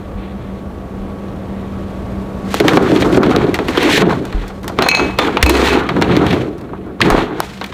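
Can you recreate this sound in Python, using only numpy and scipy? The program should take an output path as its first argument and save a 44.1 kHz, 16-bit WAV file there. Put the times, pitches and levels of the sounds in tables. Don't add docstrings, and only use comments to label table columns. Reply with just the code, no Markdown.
import sys
import numpy as np
from scipy import signal
from scipy.fft import rfft, irfft, next_fast_len
from scipy.io import wavfile
from scipy.ndimage import uniform_filter1d

SR = 44100
rng = np.random.default_rng(int(sys.argv[2]) if len(sys.argv) > 2 else 0)


def boost_factor(decibels):
    exponent = np.asarray(decibels, float) / 20
    return 10 ** exponent


def digitize_waveform(pressure):
    field = np.atleast_2d(pressure).T
    bounded = np.clip(field, -1, 1)
    quanta = np.round(bounded * 32767).astype(np.int16)
    wavfile.write(sys.argv[1], SR, quanta)


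N = 340893


def rms_one(x):
    return x / np.sqrt(np.mean(x ** 2) + 1e-20)


def in_time(rows):
    s, *columns = np.transpose(rows)
    drop_db = 30 * (s[0] > 1)
    return [np.interp(np.arange(N) / SR, s, c, left=c[0] - drop_db) for c in columns]


def coloured(x, spectrum):
    hz, db = np.transpose(spectrum)
    size = next_fast_len(len(x))
    log_hz = np.log(np.arange(size // 2 + 1) * SR / size + 1)
    gain = boost_factor(np.interp(log_hz, np.log(hz), db))
    return rms_one(irfft(rfft(x, size) * gain, size)[:len(x)])


def drift(rate_hz):
    step = 40
    r = np.exp(-2 * np.pi * step * rate_hz / SR)
    noise = rng.standard_normal(N // step + 2002)
    slow = signal.lfilter([1], [1, -2 * r, r * r], noise)[2000:]
    return np.interp(np.arange(N) / step, np.arange(len(slow)), rms_one(slow))


def resonance(x, hz, width_hz):
    r = np.exp(-np.pi * width_hz / SR)
    zeros = [(1 - r * r) / 2, 0, (r * r - 1) / 2]
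    poles = [1, -2 * r * np.cos(2 * np.pi * hz / SR), r * r]
    return signal.lfilter(zeros, poles, x + 1e-18)


def body(x, modes):
    return sum((-1) ** k * boost_factor(db) * resonance(x, hz, width)
               for k, (hz, width, db) in enumerate(modes))


def grains(per_s, spread_db, clump_db, clump_rate_hz):
    sizes = boost_factor(spread_db * np.minimum(rng.exponential(1, N), 5)) * rng.choice([-1, 1], N)
    hit = rng.random(N) < per_s / SR
    return sizes * hit * boost_factor(clump_db * drift(clump_rate_hz))


def after(column, db, t60):
    rows, kicks = np.array(KNOCKS), np.full(N, 1e-18)
    level_db = rows[:, 1] + (column > 1) * rows[:, column]
    kicks[(rows[:, 0] * SR).astype(int)] = boost_factor(level_db + db) ** 2
    return signal.lfilter([1], [1, -boost_factor(-120 / (t60 * SR))], kicks)


# [start_s, level_db]
HUM = [(0, -27), (.6, -28), (1.5, -26), (2.4, -24.5), (4.6, -30), (5.4, -27.5), (6.5, -35), (7.0, -34),
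       (7.73, -36)]
# [pitch_hz, relative level_db]
HUM_AIR = [(15, -50), (25, -13.5), (87, -5.5), (153, -12), (175, -12), (195, -4.5), (223, -10), (293, -11),
           (439, -13), (641, -17.5), (988, -24.5), (1160, -26.5), (1480, -30.5), (3720, -51), (16000, -60)]
# [pitch_hz, level_db (rms re air), waver_db]
HUM_TONES = [(59, -11, 3), (81, -12, 3), (118, -14, 3), (193.8, -3, 1), (1125, -19, .5), (1185, -30, 2),
             (1292, -29, 3)]


def hum():
    t = np.arange(N) / SR
    air = coloured(rng.standard_normal(N), HUM_AIR) * boost_factor(0.15 * drift(2.2))
    tones = np.zeros(N)
    for hz, db, waver_db in HUM_TONES:
        level = np.sqrt(2) * boost_factor(db + waver_db * drift(4.0))
        tones += level * np.sin(2 * np.pi * hz * t + .3 * drift(1.5))
    return boost_factor(in_time(HUM)[0]) * (air + tones)


# [start_s, scrape level_db, rub level_db (hiss re scrape)]
SLIDING = [(0, -51.5, -14.5), (2.43, -53, -3.5), (2.52, -35.5, -3.5), (2.7, -27, -8.5), (3.0, -30.5, -13),
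           (3.1, -34.5, -6), (3.3, -30.5, -17.5), (3.5, -36, -14), (3.64, -38, -10), (3.75, -31, -12),
           (3.79, -27, -14), (4.0, -31, -13), (4.05, -31.5, -27), (4.12, -30.5, -10), (4.2, -42, -11),
           (4.43, -37.5, -13), (4.59, -53.5, -4), (4.76, -46, -9), (4.82, -22.5, -22), (5.0, -25.5, -13),
           (5.17, -38.5, -14), (5.22, -21, -14), (5.35, -34, -15), (5.42, -28, -24), (5.55, -18, -5.5),
           (5.76, -23, -14.5), (5.85, -29.5, -20), (6.0, -36.5, -15), (6.1, -25, -22), (6.32, -28, -16),
           (6.38, -35.5, -14), (6.5, -48, -12), (6.98, -54.5, -26), (7.03, -21, -14), (7.17, -23, -15),
           (7.32, -41, -20), (7.45, -34.5, -5.5), (7.6, -44, -7.5), (7.73, -42, -9)]
# [height_s, level_db]
SCUFFS = [(2.762, -33), (2.945, -36), (3.008, -33), (3.06, -39), (3.14, -35), (3.168, -36), (3.315, -37),
          (3.7, -36)]
# [pitch_hz, relative level_db]
RATTLE = [(290, -27), (500, 2), (600, -37), (686, -2), (793, -4), (1420, -7), (1800, -15.5), (2340, -22),
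          (3960, -120)]
SCRAPE = [(880, -39), (1500, 1.5), (1800, 4), (2530, 2.5), (2730, 0), (3460, -1), (4320, -7), (5000, -35),
          (6500, -30), (11000, -120)]
RUB = [(2650, -18), (4500, -4), (5210, -5), (7920, -9.5), (9170, -14.5), (14800, -20), (16200, -26),
       (16500, -73)]


def handling():
    t = np.arange(N) / SR
    scrape_db, rub_db = in_time(SLIDING)
    scuff_power = sum(boost_factor(2 * db) * np.exp(-((t - s) / .013) ** 2) for s, db in SCUFFS)

    door_share, waver_db = 0.38, 2.5
    rattle_db = 1.5 + door_share * in_time(DOOR)[0] + (1 - door_share) * scrape_db
    rattle_db = rattle_db + waver_db * drift(12.8)
    busy = np.clip((scrape_db + 50) / 20, 0, 1)
    scrape_db = scrape_db + busy * waver_db * drift(5.6)

    rattle_power = boost_factor(2 * rattle_db) + after(3, db=-11, t60=0.23)
    scrape_power = boost_factor(2 * scrape_db) + after(1, db=-9.5, t60=0.062)
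    rub_power = boost_factor(2 * (scrape_db + rub_db)) + after(4, db=-14, t60=0.1) + scuff_power

    rattle = coloured(grains(4000, spread_db=2.4, clump_db=2.0, clump_rate_hz=35), RATTLE)
    slide = grains(12000, spread_db=2.4, clump_db=2.0, clump_rate_hz=45)
    return (np.sqrt(rattle_power) * rattle
            + np.sqrt(scrape_power) * coloured(slide, SCRAPE)
            + np.sqrt(rub_power) * coloured(slide, RUB))


# [start_s, level_db (before onset and decay), settled pitch_hz, t60_s]
THUMPS = [(.15, -16.5, 48.4, 0.27), (1.0, -23, 38, 0.49), (4.027, -1.5, 170, .15), (4.345, -7, 40.5, 0.37),
          (5.433, 6, 63.6, 0.24), (5.469, -5.5, 66, 1), (7.116, -4.5, 36, 0.27)]


def thumps():
    out = np.zeros(N)
    for s, level_db, hz, t60 in THUMPS:
        t = np.maximum(np.arange(N) / SR - s, 0)
        phase = 2 * np.pi * hz * (t + 0.0028 * (1 - np.exp(-t / 0.028)))
        onset = 1 - np.exp(-t / 0.002)
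        out -= boost_factor(level_db - 60 * t / t60) * onset * np.sin(phase)
    return out


# [height_s, level_db, half_length_s]
SLEEVE = [(.24, -43, 0.069), (0.456, -49, 0.091), (1.1, -58, 0.029), (1.25, -63, .05), (1.58, -56, 0.057),
          (2.0, -49.5, 0.94)]


def sleeve():
    t = np.arange(N) / SR
    level = sum(boost_factor(db) * np.exp(-((t - s) / half) ** 2) for s, db, half in SLEEVE)
    return level * coloured(rng.standard_normal(N), SCRAPE)


# [start_s, liner drumming level_db, low boom and sway level_db (before trims)]
DOOR = [(2.4, -36, -45), (2.58, -37, -46), (2.62, -11.5, -21.5), (3.05, -13.5, -22), (3.15, -15, -19.5),
        (3.45, -11, -19), (3.55, -19, -27), (3.75, -30, -32), (3.86, -12, -44), (4.0, -18.5, -18.5),
        (4.05, -11.5, -22), (4.17, -20, -21), (4.28, -28.5, -40), (4.5, -41, -45), (4.75, -38, -37),
        (4.8, -10, -23), (4.88, -26, -30), (4.92, -26, -26), (5.07, -18, -29), (5.17, -35, -43),
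        (5.24, -13.5, -34), (5.41, -28, -32), (5.5, -7, -23), (5.8, -16, -26.5), (5.86, -24, -27),
        (6.05, -14, -18), (6.3, -12, -15.5), (6.5, -27, -33), (6.98, -34, -40), (7.03, -18.5, -16),
        (7.12, -8.5, -17), (7.22, -15, -27), (7.28, -22.5, -36), (7.43, -27.5, -32), (7.46, -50, -39),
        (7.73, -42, -40)]
# [pitch_hz, width_hz, level_db]
LINER = [(244, 42, -0.5), (307, 28.3, 4.5), (353.7, 42.4, 0.5), (421.6, 47, -1), (556, 56, -9),
         (684, 72, -10.5)]
PANEL = [(160.4, 16, -1.5), (196, 43, -5.5)]
SWAY = [(66, 19.3, 2.5), (88, 39, 2.5), (137, 28.5, 5)]


def door():
    drum_db, low_db = in_time(DOOR)
    sway = rms_one(body(rng.standard_normal(N), SWAY))
    shocks = grains(400, spread_db=1.5, clump_db=0.5, clump_rate_hz=6.7)
    boom = rms_one(body(body(shocks, PANEL), [(185, 120, 0)]))
    drum = rms_one(body(body(shocks, LINER), [(350, 410, 0)]))
    drum_power = boost_factor(2 * (drum_db + 2.5 * drift(16.0))) + after(2, db=-10.5, t60=0.21)
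    return boost_factor(low_db - 1.5) * sway + boost_factor(low_db - 1) * boom + np.sqrt(drum_power) * drum


def light_knocks():
    per_s, most_per_s = 8.4, 40
    louder_db, spread_db = 4, 7
    chance = rng.random((int(N / SR * most_per_s), 3))
    s = chance[:, 0] * (N - 1) / SR
    db = in_time(SLIDING)[0][(s * SR).astype(int)] + louder_db + spread_db * (2 * chance[:, 1] - 1)
    keep = (chance[:, 2] < per_s / most_per_s) & (s > DOOR[0][0])
    return [(a, b, 6.0, -3.0, -22.0) for a, b in zip(s[keep], db[keep])]


# [start_s, level_db, liner thud_db, shelf knock_db, bright crack_db (these three re level_db)]
KNOCKS = [(2.548, -8, -8, -16, -10), (2.606, -7.5, 12.5, -7, -17), (2.6818, 4.5, -11, -12, -15),
          (2.7347, -11, 7, 0.5, -11), (2.7717, -2, 11, 5, -24), (2.8274, -22, 19, -6, -6),
          (2.9619, -6.5, 0, -14, -22), (2.9727, -12, 10, -7, -15), (3.022, -6, 2, -8, -24),
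          (3.047, -20, 6, 8.5, -11), (3.1265, -15, 17, -11, -22), (3.146, -9, 10, -22, -22),
          (3.1735, -12, 21, 3.5, -22), (3.2321, -5.5, 0, 1.5, -19), (3.263, -13, 13, -4, -20),
          (3.3116, -12, 4, 3.5, -24), (3.4396, -18, 7, -2, -25), (3.468, -20, -9, -7, -30),
          (3.543, -5, -13, -17, -10.5), (3.5891, -11, 8.5, -1, -28), (3.684, -9.5, 6.5, -2.5, -16),
          (3.774, -2, 3.5, -4, -21), (3.8298, -10, 1, -4, -5), (3.9779, -1, 6, -9, -14),
          (4.02, -10, 8, 2, -30), (4.095, -18, 6, 0, -13), (4.1258, -22, -2, 11, -20),
          (4.253, -24, -3, -5, -3), (4.3261, -20.5, 2, -8, -14), (4.48, -39, 1, -3, 8.5),
          (4.6314, -26, -4, -9, -7), (4.6437, -26, 10, 5.5, -4), (4.6793, -14.5, -14, -6.5, -1.5),
          (4.6974, -28.5, -2, 9, -20), (4.788, -3, 4, -1, -21), (4.8227, 0.5, -26, -7, -14),
          (4.863, -11, -8, 5, -18), (4.8865, 2, -33, -22, -8), (4.9142, -6, -26, -5, -28),
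          (4.9482, -2, -16, -6.5, -20), (4.9714, -15, -14, 6, -24), (4.9954, -8.5, -12, 3, -28),
          (5.1876, 4.5, -6, -8, -15), (5.3707, -2.5, -21, -3, -29), (5.4274, 6, -10, -11.5, -7),
          (5.4635, -3, 3.5, 0, -2), (5.4954, 5.5, -4, -4.5, -4), (5.5533, -1, -12, -15, -19),
          (5.6167, -5, -6, -11, -23), (5.6844, -12.5, -8, 1, -18), (5.73, -11.5, 8, 0.5, -12),
          (5.7738, -13, -5, 0.5, -22), (5.89, -5.5, -17, -4.5, -23), (5.9648, -18.5, 13, 6.5, -34),
          (6.0141, -6.5, -4, -3, -19), (6.0227, 1.5, -4, -6.5, -22), (6.172, -11, 4, -9, -16),
          (6.266, -5.5, -2, -14, -18), (6.3081, -8, -13, -17, -23), (6.3284, -8.5, 2, -9, -18),
          (6.582, -33, 5, -12, -4), (6.612, -32, -10, -18, -5), (6.7336, -38.5, 9, 16, -30),
          (6.8636, -40, 24, 4, -21), (7.015, 6.5, -12, -20, -27), (7.1023, -4.5, -10, 0, -6),
          (7.1501, -11, 3, 8.5, -22), (7.179, -17.5, 3, 12, -30), (7.6129, -11, -9.5, -5.5, -23),
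          (7.6416, -11, -24, -12, -14), (7.6624, -26, -10, -19, -3), (7.725, -21, -4, -4, -25)]
SNAPS = [(2.5425, -1, -6, -3, -10), (2.6013, 5.5, -1.5, -24, -18), (2.9177, -8.5, 14, -16, -26),
         (3.3628, 2.5, -0.5, -18, -19), (6.1666, 1.5, 1.5, -20, -20), (7.0052, -5, -24, -2.5, -31),
         (7.4032, -1.5, -26, -1, -5.5)]


def knocks():
    out, push, t = np.zeros(N + SR), np.zeros(N), np.arange(SR // 8) / SR
    tick, shelf, crack = [signal.butter(3, edges_hz, "band", fs=SR, output="sos")
                          for edges_hz in [(1500, 4500), (480, 1300), (4800, 15000)]]
    hits = [(*row, 0.034) for row in KNOCKS + light_knocks()]
    hits += [(*row, 0.014) for row in SNAPS]
    for s, level_db, thud_db, shelf_db, crack_db, t60 in hits:
        i = round(s * SR)
        noise = rng.standard_normal(len(t))
        noise[0] = 9.4 * np.sign(noise[0])
        parts = [(tick, -4.0, 1), (shelf, shelf_db + 3.5, 1.8), (crack, crack_db + 4.0, .7)]
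        for band, db, stretch in parts:
            burst = signal.sosfilt(band, noise * boost_factor(-60 * t / (t60 * stretch)))
            out[i:i + len(t)] += boost_factor(level_db + db) * burst / np.abs(burst).max()
        push[min(i, N - 1)] = boost_factor(level_db + thud_db + 36.5) * np.sign(noise[0])
    return out[:N] + body(push, PANEL + LINER)


# start_s, height_s, end_s
PULL = (3.775, 3.94, 4.025)


def pull():
    start, height, end = PULL
    t = np.arange(N) / SR
    fine = grains(15000, spread_db=0.5, clump_db=2.2, clump_rate_hz=23)
    swell_db = np.interp(t, [start, height, end], [-9.5, 0, -3.5])
    on = uniform_filter1d(1. * ((t > start) & (t < end)), size=200)
    scrape = boost_factor(-15.5 + swell_db) * coloured(fine, SCRAPE)
    hiss = boost_factor(-25 + 1.7 * swell_db) * coloured(fine, RUB)
    return on * (scrape + hiss)


# [start_s, level_db (added to each mode), upper modes_db (added)]
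CLINKS = [(4.8233, -21.5, 2.5), (4.888, -2.5, -5), (4.9147, -1, -17), (4.9501, -9.5, -0.5),
          (4.9714, -19, 2), (5.002, -15, -12), (5.1868, -27, 0), (5.462, -5, -14), (5.4954, -18, 2),
          (5.5502, -17.5, -3), (5.7058, -16, -11), (5.7446, -39, -3)]
BOTTLE_HIT = [(5.188, -11.5, 2.5)]
# [pitch_hz, level_db, t60_s]
JARS = [(2078, -16, .3), (2295, -7, .3), (2487, -12, .2), (2550, -9, .35), (2575, -4, .55), (4040, -8, .1),
        (4100, 5, .05), (4150, -6, .4), (4230, -9, .25), (4296, -11, .3), (4392, -12, .25),
        (5457, -20, .15), (6033, -17, .25), (6472, -13, .25), (6746, -18, .3), (8101, -25, .12),
        (9500, -27, .2)]
BOTTLE = [(1210, 6.5, 0.14), (1960, -14, 0.2), (3540, -4, 0.16), (4000, -9, 0.11), (7150, -27, .3)]


def glass(touches, modes):
    out, t = np.zeros(N), np.arange(SR // 2) / SR
    hz, mode_db, t60 = np.transpose(modes)[:, :, None]
    stops = [row[0] for row in touches[1:]] + [N / SR]
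    for (s, level_db, upper_db), stop in zip(touches, stops):
        strength_db = level_db + mode_db + upper_db * (hz > 3000)
        strength_db = strength_db + rng.normal(0, 1.5, hz.shape)
        ring = (boost_factor(strength_db - 60 * t / t60) * np.sin(2 * np.pi * hz * t)).sum(axis=0)
        stifled = .25 + .75 * np.exp(-np.maximum(t - (stop - s), 0) / .002)
        i = round(s * SR)
        out[i:i + len(t)] += ring * stifled
    return out


def kitchen(x):
    t60_s, wall_cut_hz = 0.22, 710
    size = next_fast_len(N + SR)
    bins = np.arange(size // 2 + 1)
    z = np.exp(-2j * np.pi * bins / size)
    dull = np.exp(-2 * np.pi * wall_cut_hz / SR)
    wall, echo = (1 - dull) / (1 - dull * z), 0
    for k, lag in enumerate((rng.uniform(0.013, .035, 8) * SR).astype(int)):
        delay = np.exp(-2j * np.pi * lag * bins / size)
        loop = boost_factor(-60 * lag / SR / t60_s) * wall * delay
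        echo = echo + (-1) ** k * loop / (1 - loop)
    return irfft(rfft(x, size) * echo, size)[:N]


def scene():
    struck = knocks() + glass(CLINKS, JARS) + glass(BOTTLE_HIT, BOTTLE)
    moved = handling() + thumps() + sleeve() + door() + pull()
    return (hum() + moved + struck + boost_factor(-12) * kitchen(struck))[None]


def roll_off(x):
    return signal.sosfilt(signal.butter(12, 17020, fs=SR, output="sos"), x)


def record(dry):
    limit_db, release_db_per_s, attack_s = -3, 273, 0.0091
    x = dry + boost_factor(-63.5) * rng.standard_normal(N)
    over_db = np.maximum(20 * np.log10(np.abs(x[0]) + 1e-9) - limit_db, 0)
    ramp = release_db_per_s * np.arange(N) / SR
    held_db = np.maximum.accumulate(over_db + ramp) - ramp
    r = np.exp(-1 / (attack_s * SR))
    duck_db = signal.lfilter([1 - r], [1, -r], held_db)
    treble_end = signal.cheby2(6, 25, 16200, fs=SR, output="sos")
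    x = signal.sosfilt(treble_end, x * boost_factor(-duck_db))
    return roll_off(np.clip(x, -1, 1))


dry = scene()
out = record(dry)
digitize_waveform(out)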